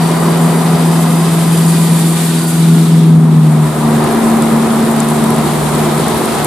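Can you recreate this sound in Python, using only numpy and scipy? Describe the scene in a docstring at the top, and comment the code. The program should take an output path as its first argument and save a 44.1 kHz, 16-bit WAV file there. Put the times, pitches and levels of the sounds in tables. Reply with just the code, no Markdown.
"""Heavy rain hisses on a main road while traffic roars and a distant tanker rumbles: shaped noise and random ticks.
A small pickup drives up and passes close by. Its four-cylinder exhaust is a stack of tones locked to the engine,
booming at first, then falling in pitch and turning hollow as it leaves.
Its wet tyres sing in narrow bands of noise, and the spray whistles once.
Later, fat drops smack down close by: sharp clicks and short fizzes that ring."""
import sys
import numpy as np
from scipy import signal
from scipy.fft import rfft, irfft, next_fast_len
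from scipy.io import wavfile
from scipy.ndimage import uniform_filter1d, minimum_filter1d

SR = 44100
rng = np.random.default_rng(int(sys.argv[2]) if len(sys.argv) > 2 else 0)


def store_pcm(level_fs):
    """Save levels as 16-bit WAV."""
    pcm = np.round(np.clip(level_fs, -1, 1) * 32767).astype(np.int16)
    wavfile.write(sys.argv[1], SR, np.atleast_2d(pcm).T)


N = 284886

# How far each pitch leans to one side. Each row: frequency in Hz, left-right difference in dB (plus is left).
SIDE_LEAN = [(100, -1.5), (270, 2), (450, -3), (740, 1), (1220, 1.5), (2000, .5), (3500, 0.5), (6500, 2),
             (9000, 0.5), (12000, -3), (15000, -2.7)]


def from_db(db):
    """Turn decibels into a gain."""
    return 10 ** (np.asarray(db) / 20)


def rms_one(x):
    """Scale a sound to an average power of 1."""
    return x / np.sqrt(np.mean(x ** 2) + 1e-20)


def in_time(rows):
    """Draw straight lines between timed points: one value per sample for each column."""
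    s, *columns = np.transpose(rows)
    return [np.interp(np.arange(N) / SR, s, column) for column in columns]


def at_hz(points, hz):
    """Read a curve over frequency, with equal musical steps equally far apart."""
    f, value = np.transpose(points)
    return np.interp(np.log(np.maximum(hz, 1)), np.log(f), value)


def panned(db):
    """Left and right gains for a level difference in dB; plus is louder on the left."""
    return from_db(np.array([[.5], [-.5]]) * db)


def drift(rate):
    """Slow random wandering with a typical size of 1; a higher rate in Hz wanders faster."""
    step = 40   # samples between the slow values
    r = np.exp(-2 * np.pi * step * rate / SR)
    pushes = rng.standard_normal(N // step + 2002)
    slow = signal.lfilter([1], [1, -2 * r, r * r], pushes)[2000:]   # skip the start-up
    return np.interp(np.arange(N) / step, np.arange(len(slow)), rms_one(slow))


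def turning(hz):
    """Phase angle in radians of a tone whose frequency changes."""
    return 2 * np.pi * np.cumsum(hz) / SR


def ring(clicks, hz, width_hz):
    """A resonance rings at its own pitch, with gain 1 at its centre; a wider one dies away sooner."""
    r = np.exp(-np.pi * width_hz / SR)
    feed = np.array([1, 0, -1]) * (1 - r * r) / 2
    feedback = [1, -2 * r * np.cos(2 * np.pi * hz / SR), r * r]
    return signal.lfilter(feed, feedback, clicks + 1e-18)


def narrow_band(hz, width_hz):
    """Slow noise carried on a tone: a band of noise whose centre can move."""
    low_pass = signal.butter(2, width_hz / 2, fs=SR, output="sos")
    slow = signal.sosfilt(low_pass, rng.standard_normal((2, N)))
    angle = turning(hz)
    return rms_one(slow[0] * np.cos(angle) + slow[1] * np.sin(angle))


def noise(spectrum, flicker_db, flicker_rate):
    """Stereo noise with a flickering level: both sides much alike in the bass, less so in the treble."""
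    # Each row: frequency in Hz, how alike left and right are (1 is identical).
    likeness = [(40, 0.99), (150, 0.78), (300, 0.85), (640, 0.7), (1400, 0.66), (3100, 0.33), (7000, 0.25),
                (15000, 0.13)]
    size = next_fast_len(N)
    hz = np.arange(size // 2 + 1) * SR / size
    mid, side = rfft(rng.standard_normal((2, size)))
    alike = np.clip(at_hz(likeness, hz), 0, 1)
    pair = np.sqrt(1 + alike) * mid + np.sqrt(1 - alike) * side * [[1], [-1]]
    pair = pair * panned(at_hz(SIDE_LEAN, hz))
    steady = irfft(pair * from_db(at_hz(spectrum, hz)), size)[:, :N]
    return rms_one(steady * from_db(flicker_db * drift(flicker_rate)))


def patter(spectrum, low_hz, high_hz, per_s, size_db, width_share, count=12):
    """Raindrops land at random all around; each is a tick of a few cycles at one of several pitches."""
    out = 0
    for hz in np.geomspace(low_hz, high_hz, count):
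        at = np.flatnonzero(rng.random(N) < per_s / count / SR)
        size, place, lag, sign = rng.random((4, N // 20))[:, :len(at)]
        # many small drops, few big ones
        height_db = size_db * np.minimum(-np.log(1 - size), 4.5)
        height = from_db(height_db) * np.sign(sign - .5)
        clicks = np.zeros((2, N))
        clicks[0, at] = height * from_db(12 * (place - .5))
        # a lag of a few samples either way lets one side hear the drop first
        late = np.round(5.5 * (lag - .5)).astype(int)
        clicks[1, (at + late) % N] = height * from_db(12 * (.5 - place))
        width_hz = width_share * hz
        ticks = ring(ring(clicks, hz, width_hz), hz, width_hz)
        out = out + from_db(at_hz(spectrum, hz)) * panned(at_hz(SIDE_LEAN, hz)) * ticks
    return rms_one(out)


def rain_and_spray(wash_trim_db, spray_trim_db):
    """Far drops and thrown water merge into hiss, while nearer drops tick through it."""
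    # Lower hiss of the water. Each row: frequency in Hz, strength in dB per Hz.
    wash_spectrum = [(900, -12.5), (1800, -4), (2700, -5), (3700, -1), (4700, -6), (5500, -9), (6300, -11),
                     (9000, -17), (15000, -40)]
    # Fine, high hiss. Each row: frequency in Hz, strength in dB per Hz.
    spray_spectrum = [(4000, -23), (6200, -8.5), (7200, -1), (8600, 2.5), (10000, 1.5), (12000, -3),
                      (14000, -9.5), (15500, -21)]
    # Each row: time in seconds, wash level in dB, fine spray level in dB, both before the trims.
    water_levels = [(0.15, -32, -29.5), (0.87, -32, -29), (1.84, -29.5, -24), (2.5, -30, -25),
                    (2.92, -31.5, -30.5), (3.2, -40, -38.5), (3.83, -33.5, -31), (4.31, -32.5, -30),
                    (4.64, -33, -30), (6.3, -30, -27.5)]
    # How far single drops stand out. Each row: time in seconds, tick level against the hiss in dB.
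    patter_levels = [(0, -7), (1.2, -10), (2.4, -10.5), (3.2, -18), (4.0, -6.5), (6.46, -5)]
    wash_db, spray_db = in_time(water_levels)
    drops = from_db(in_time(patter_levels)[0])
    wash = noise(wash_spectrum, flicker_db=1.15, flicker_rate=14.5)
    wash = wash + drops * patter(wash_spectrum, 2010, 6500, per_s=2200, size_db=2.5, width_share=0.41)
    spray = noise(spray_spectrum, flicker_db=1.07, flicker_rate=15.6)
    spray = spray + drops * patter(spray_spectrum, 7740, 12300, per_s=2400, size_db=8.5, width_share=0.31)
    both = from_db(wash_db + wash_trim_db) * wash + from_db(spray_db + spray_trim_db) * spray
    # more ticking leaves less hiss, so the power stays the same
    return both / np.sqrt(1 + drops ** 2)


def traffic_roar(trim_db):
    """Many tyres on the wet road blend into a broad roar of noise."""
    # Each row: frequency in Hz, strength in dB per Hz.
    roar_spectrum = [(70, -23.5), (130, -1.5), (210, 3.5), (290, -0.5), (365, 6.5), (470, -1), (580, -4),
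                     (700, 1), (880, -3), (990, -0.5), (1100, -5.5), (1230, -4.5), (1500, -11.5),
                     (2100, -15.5), (3200, -28), (6000, -34)]
    # Each row: time in seconds, roar level in dB before the trim.
    roar_levels = [(0.15, -21), (0.3, -19.5), (0.32, -20), (3.04, -29.5), (3.57, -25.5), (4.0, -19),
                   (4.79, -20), (6.3, -19.5)]
    level = from_db(in_time(roar_levels)[0] + trim_db)
    return level * noise(roar_spectrum, flicker_db=.5, flicker_rate=56)


def tanker():
    """A distant diesel, heard as an unsteady low rumble of noise."""
    # Each row: frequency in Hz, strength in dB per Hz.
    rumble_spectrum = [(20, -24), (35, -25), (50, -19), (65, 2), (90, -7), (120, 0), (170, -24), (300, -39)]
    # The tanker drawing nearer. Each row: time in seconds, rumble level in dB.
    rumble_levels = [(0, -42), (1.0, -48), (2.4, -49), (3.2, -49), (4.0, -35), (4.7, -44), (5.3, -33),
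                     (6.46, -32)]
    return from_db(in_time(rumble_levels)[0]) * noise(rumble_spectrum, flicker_db=1.0, flicker_rate=8)


def doppler():
    """Pitch factor of a pickup passing at steady speed: high as it comes, low as it goes."""
    pass_s, distance_m = 3.32, 5.6   # when it is closest, and how close
    speed_m_per_s, sound_m_per_s = 15.4, 343
    along = speed_m_per_s * (np.arange(N) / SR - pass_s)
    receding = speed_m_per_s * along / np.hypot(along, distance_m)
    return 1 / (1 + receding / sound_m_per_s)


def exhaust(boom_db, hollow_db, flutter_db, wobble_db, uneven_db, puff_db):
    """Four firings a cycle make tones; one weak cylinder dents each cycle and fills in the lines between."""
    # Exhaust boom, strongest just before the pickup draws level.
    # Each row: time in seconds, level in dB before boom_db is added.
    boom_levels = [(0.05, -12), (1.94, -8), (2.44, -14), (2.72, -5), (2.86, -9), (2.97, -3.5), (3.6, -6.5),
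                   (3.75, -18), (3.85, -13.5), (4.13, -20), (4.17, -36), (4.21, -27.5), (4.63, -19),
                   (4.67, -26.5), (5.21, -17), (6.01, -17), (6.12, -24.5), (6.4, -23)]
    # Hollow overtone that takes over behind it. Each row: time in seconds, level in dB before hollow_db.
    hollow_levels = [(0.14, -23), (1.03, -21.5), (1.55, -30), (3.57, -16.5), (3.71, -24), (3.87, -8.5),
                     (4.06, -19), (4.17, -11), (4.88, -11.5), (5.06, -15), (5.27, -11), (5.63, -24),
                     (5.75, -16), (6.4, -22)]
    # Each row: time in seconds, firing tone level in dB, growl level in dB.
    throb_levels = [(0, -46, -50), (1.6, -37, -27), (2.3, -42, -26), (2.9, -39, -20), (3.4, -37, -30),
                    (4.0, -32, -24), (5.0, -42, -32.5), (6.46, -46, -34)]
    # Growl lines. Each row: multiple of the engine cycle, level in dB against the growl.
    growl_orders = [(15, -8), (16, -0.5), (20, -5.5), (24, -16)]
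    # Lines from the weak cylinder. Each row: multiple of the engine cycle,
    # level in dB against boom and overtone together, before uneven_db.
    uneven_orders = [(7, -22), (9, -16.5), (10, -15), (11, -17.5), (13, -21), (14, -28.5), (17, -41),
                     (19, -29)]
    # Puffs of gas. Each row: frequency in Hz, strength in dB per Hz.
    puff_spectrum = [(40, -45), (90, -38), (150, 3.5), (250, 17), (330, -2), (420, 2.5), (550, -12),
                     (1000, -9.5), (2000, -42)]
    cycles_per_s = 19.74   # steady revs, before the passing bends the pitch
    boom_order, hollow_order = 8, 12   # multiples of the engine cycle

    angle = turning(cycles_per_s * doppler()) + .005 * drift(14)
    boom = from_db(in_time(boom_levels)[0] + boom_db)
    hollow = from_db(in_time(hollow_levels)[0] + hollow_db)
    throb, growl = from_db(in_time(throb_levels))
    firing = np.cos(boom_order / 2 * angle)
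    main = throb * firing + boom * np.cos(boom_order * angle) + hollow * np.sin(hollow_order * angle)
    # no two cycles burn quite alike
    main = main * from_db(wobble_db * drift(14.6))

    def lines(orders):
        """Clean tones, each fluttering a little in level and phase."""
        total = 0
        for order, db in orders:
            level = from_db(db + flutter_db * drift(5))
            total = total + level * np.cos(round(order) * angle + .22 * drift(5))
        return total

    # each firing also blows out a puff of turbulent gas
    puffs = (1 + .5 * firing) * noise(puff_spectrum, flicker_db=2.2, flicker_rate=16)
    rough = from_db(puff_db) * puffs - from_db(uneven_db) * lines(uneven_orders)
    return main + growl * lines(growl_orders) + np.hypot(boom, hollow) * rough


def singing_tyres(trim_db):
    """Water squeezed out of the tread rings in patchy bands that waver, then sink as the pickup nears."""
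    # Each row: centre in Hz before the pitch factor, width in Hz, level in dB before the singing level,
    # left-right difference in dB.
    tyre_bands = [(1010, 51, -37, -1), (1208, 60, -40.5, 4), (1942, 126, -40.5, 0), (2477, 49, -44, -2),
                  (3023, 130, -46, -3), (3630, 410, -52, -7), (4755, 290, -41, 6), (5800, 180, -48.5, 4),
                  (8460, 2200, -41, -1), (10680, 2500, -42, -1)]
    # Each row: time in seconds, pitch factor of the bands.
    pitch_factors = [(0, 0.97), (1.3, 1.045), (2.0, 0.96), (2.45, .965), (3.0, .92)]
    # How strongly the tyres sing. Each row: time in seconds, level in dB before the trim.
    singing_levels = [(0, 1.5), (.8, -0.5), (1.8, 1.5), (2.2, -3.5), (2.42, -6), (2.65, -7), (3.05, -16),
                      (3.3, -40)]
    # One hollow band sweeps down as it goes by. Each row: time in seconds, centre in Hz, level in dB.
    swoosh_path = [(0, 1640, -50), (1.0, 1648, -43), (1.8, 1570, -45), (2.3, 1476, -38), (2.75, 1397, -38),
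                   (3.0, 1192, -39), (3.5, 975, -48), (4.2, 980, -41), (6.46, 940, -46)]
    pitch, = in_time(pitch_factors)
    bands = 0
    for hz, width_hz, db, pan_db in tyre_bands:
        level = from_db(db + 1.3 * drift(5))
        bands = bands + level * panned(pan_db) * narrow_band(hz * pitch, width_hz)
    swoosh_hz, swoosh_db = in_time(swoosh_path)
    swoosh = from_db(swoosh_db) * narrow_band(swoosh_hz, width_hz=95)
    return from_db(in_time(singing_levels)[0] + trim_db) * bands + swoosh


def whistle(level_db, width_hz):
    """The spray whistles once: a narrow band of noise with a quick rise, then a fade."""
    start_s, attack_s, fade_s, pitch_hz = 2.35, .015, .15, 4700
    age = np.maximum(np.arange(N) / SR - start_s, 0)
    swell = np.minimum(age / attack_s, 1) * np.exp(-age / fade_s)
    return from_db(level_db) * swell * narrow_band(np.full(N, pitch_hz), width_hz)


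def near_drops(trim_db, width_hz, splash_db, splash_s, size=2048):
    """A sharp smack, then a short fizz of thrown droplets, both ringing at the drop's pitch."""
    # Fat drops close by. Each row: start in seconds, peak level in dB before the trim, ring in Hz,
    # left-right difference in dB.
    fat_drops = [(4.0415, -8, 9160, 0.0), (4.1264, -11, 9890, 0.0), (4.4227, -5.5, 8190, 3),
                 (5.0032, -4, 7400, 5), (5.088, -7, 9100, -1.5), (5.241, -7.5, 9200, 0.0),
                 (5.3058, -7, 10500, -2.0), (5.7503, -8, 8910, 0.0), (6.0828, -5, 9300, 0.0),
                 (6.1464, -13, 9840, -2.0), (6.2575, -8, 10000, -0.5), (6.4459, 2, 9300, 1)]
    out = np.zeros((2, N + size))
    t = np.arange(size) / SR
    # so small a splash radiates only treble
    treble_only = signal.butter(4, 6800, "high", fs=SR, output="sos")
    for s, db, hz, pan_db in fat_drops:
        hit = from_db(splash_db) * rng.standard_normal((2, size)) * np.exp(-t / splash_s)
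        hit[:, 0] += 1   # the smack itself
        tick = signal.sosfilt(treble_only, ring(ring(hit, hz, width_hz), hz, width_hz))
        at = round(s * SR)
        out[:, at:at + size] += from_db(db + trim_db) * panned(pan_db) * tick / np.abs(tick).max()
    return out[:, :N]


def scene():
    """Rain, traffic and tanker, with the pickup's exhaust and tyres and the fat drops on top."""
    water = rain_and_spray(wash_trim_db=3.0, spray_trim_db=2.0)
    roar = traffic_roar(trim_db=5.0)
    rumble = tanker()
    pickup = exhaust(boom_db=2.4, hollow_db=2.0, flutter_db=1.5, wobble_db=1.24, uneven_db=-3.0, puff_db=-19.5)
    pickup = pickup * panned(0.99)
    tyres = singing_tyres(trim_db=0.5) + whistle(level_db=-32.5, width_hz=110)
    smacks = near_drops(trim_db=0.5, width_hz=4200, splash_db=-18, splash_s=.0016)
    return water + roar + rumble + pickup + tyres + smacks


def record(dry, top=1.3):
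    """A fast limiter ducks everything under loud peaks; what is left is rounded and the top treble cut."""
    hold_s, treble_stop_hz = 0.0056, 16000
    size = max(int(hold_s * SR), 1)
    headroom = np.minimum(top / (np.abs(dry).max(axis=0) + 1e-9), 1)
    # hold the lowest gain nearby, then smooth it
    gain = uniform_filter1d(minimum_filter1d(headroom, size), size)
    held = dry * gain
    rounded = held / (1 + held ** 16) ** (1 / 16)
    treble_cut = signal.cheby2(18, 70, treble_stop_hz, fs=SR, output="sos")
    return signal.sosfilt(treble_cut, rounded)


dry = scene()
out = record(dry)
store_pcm(out)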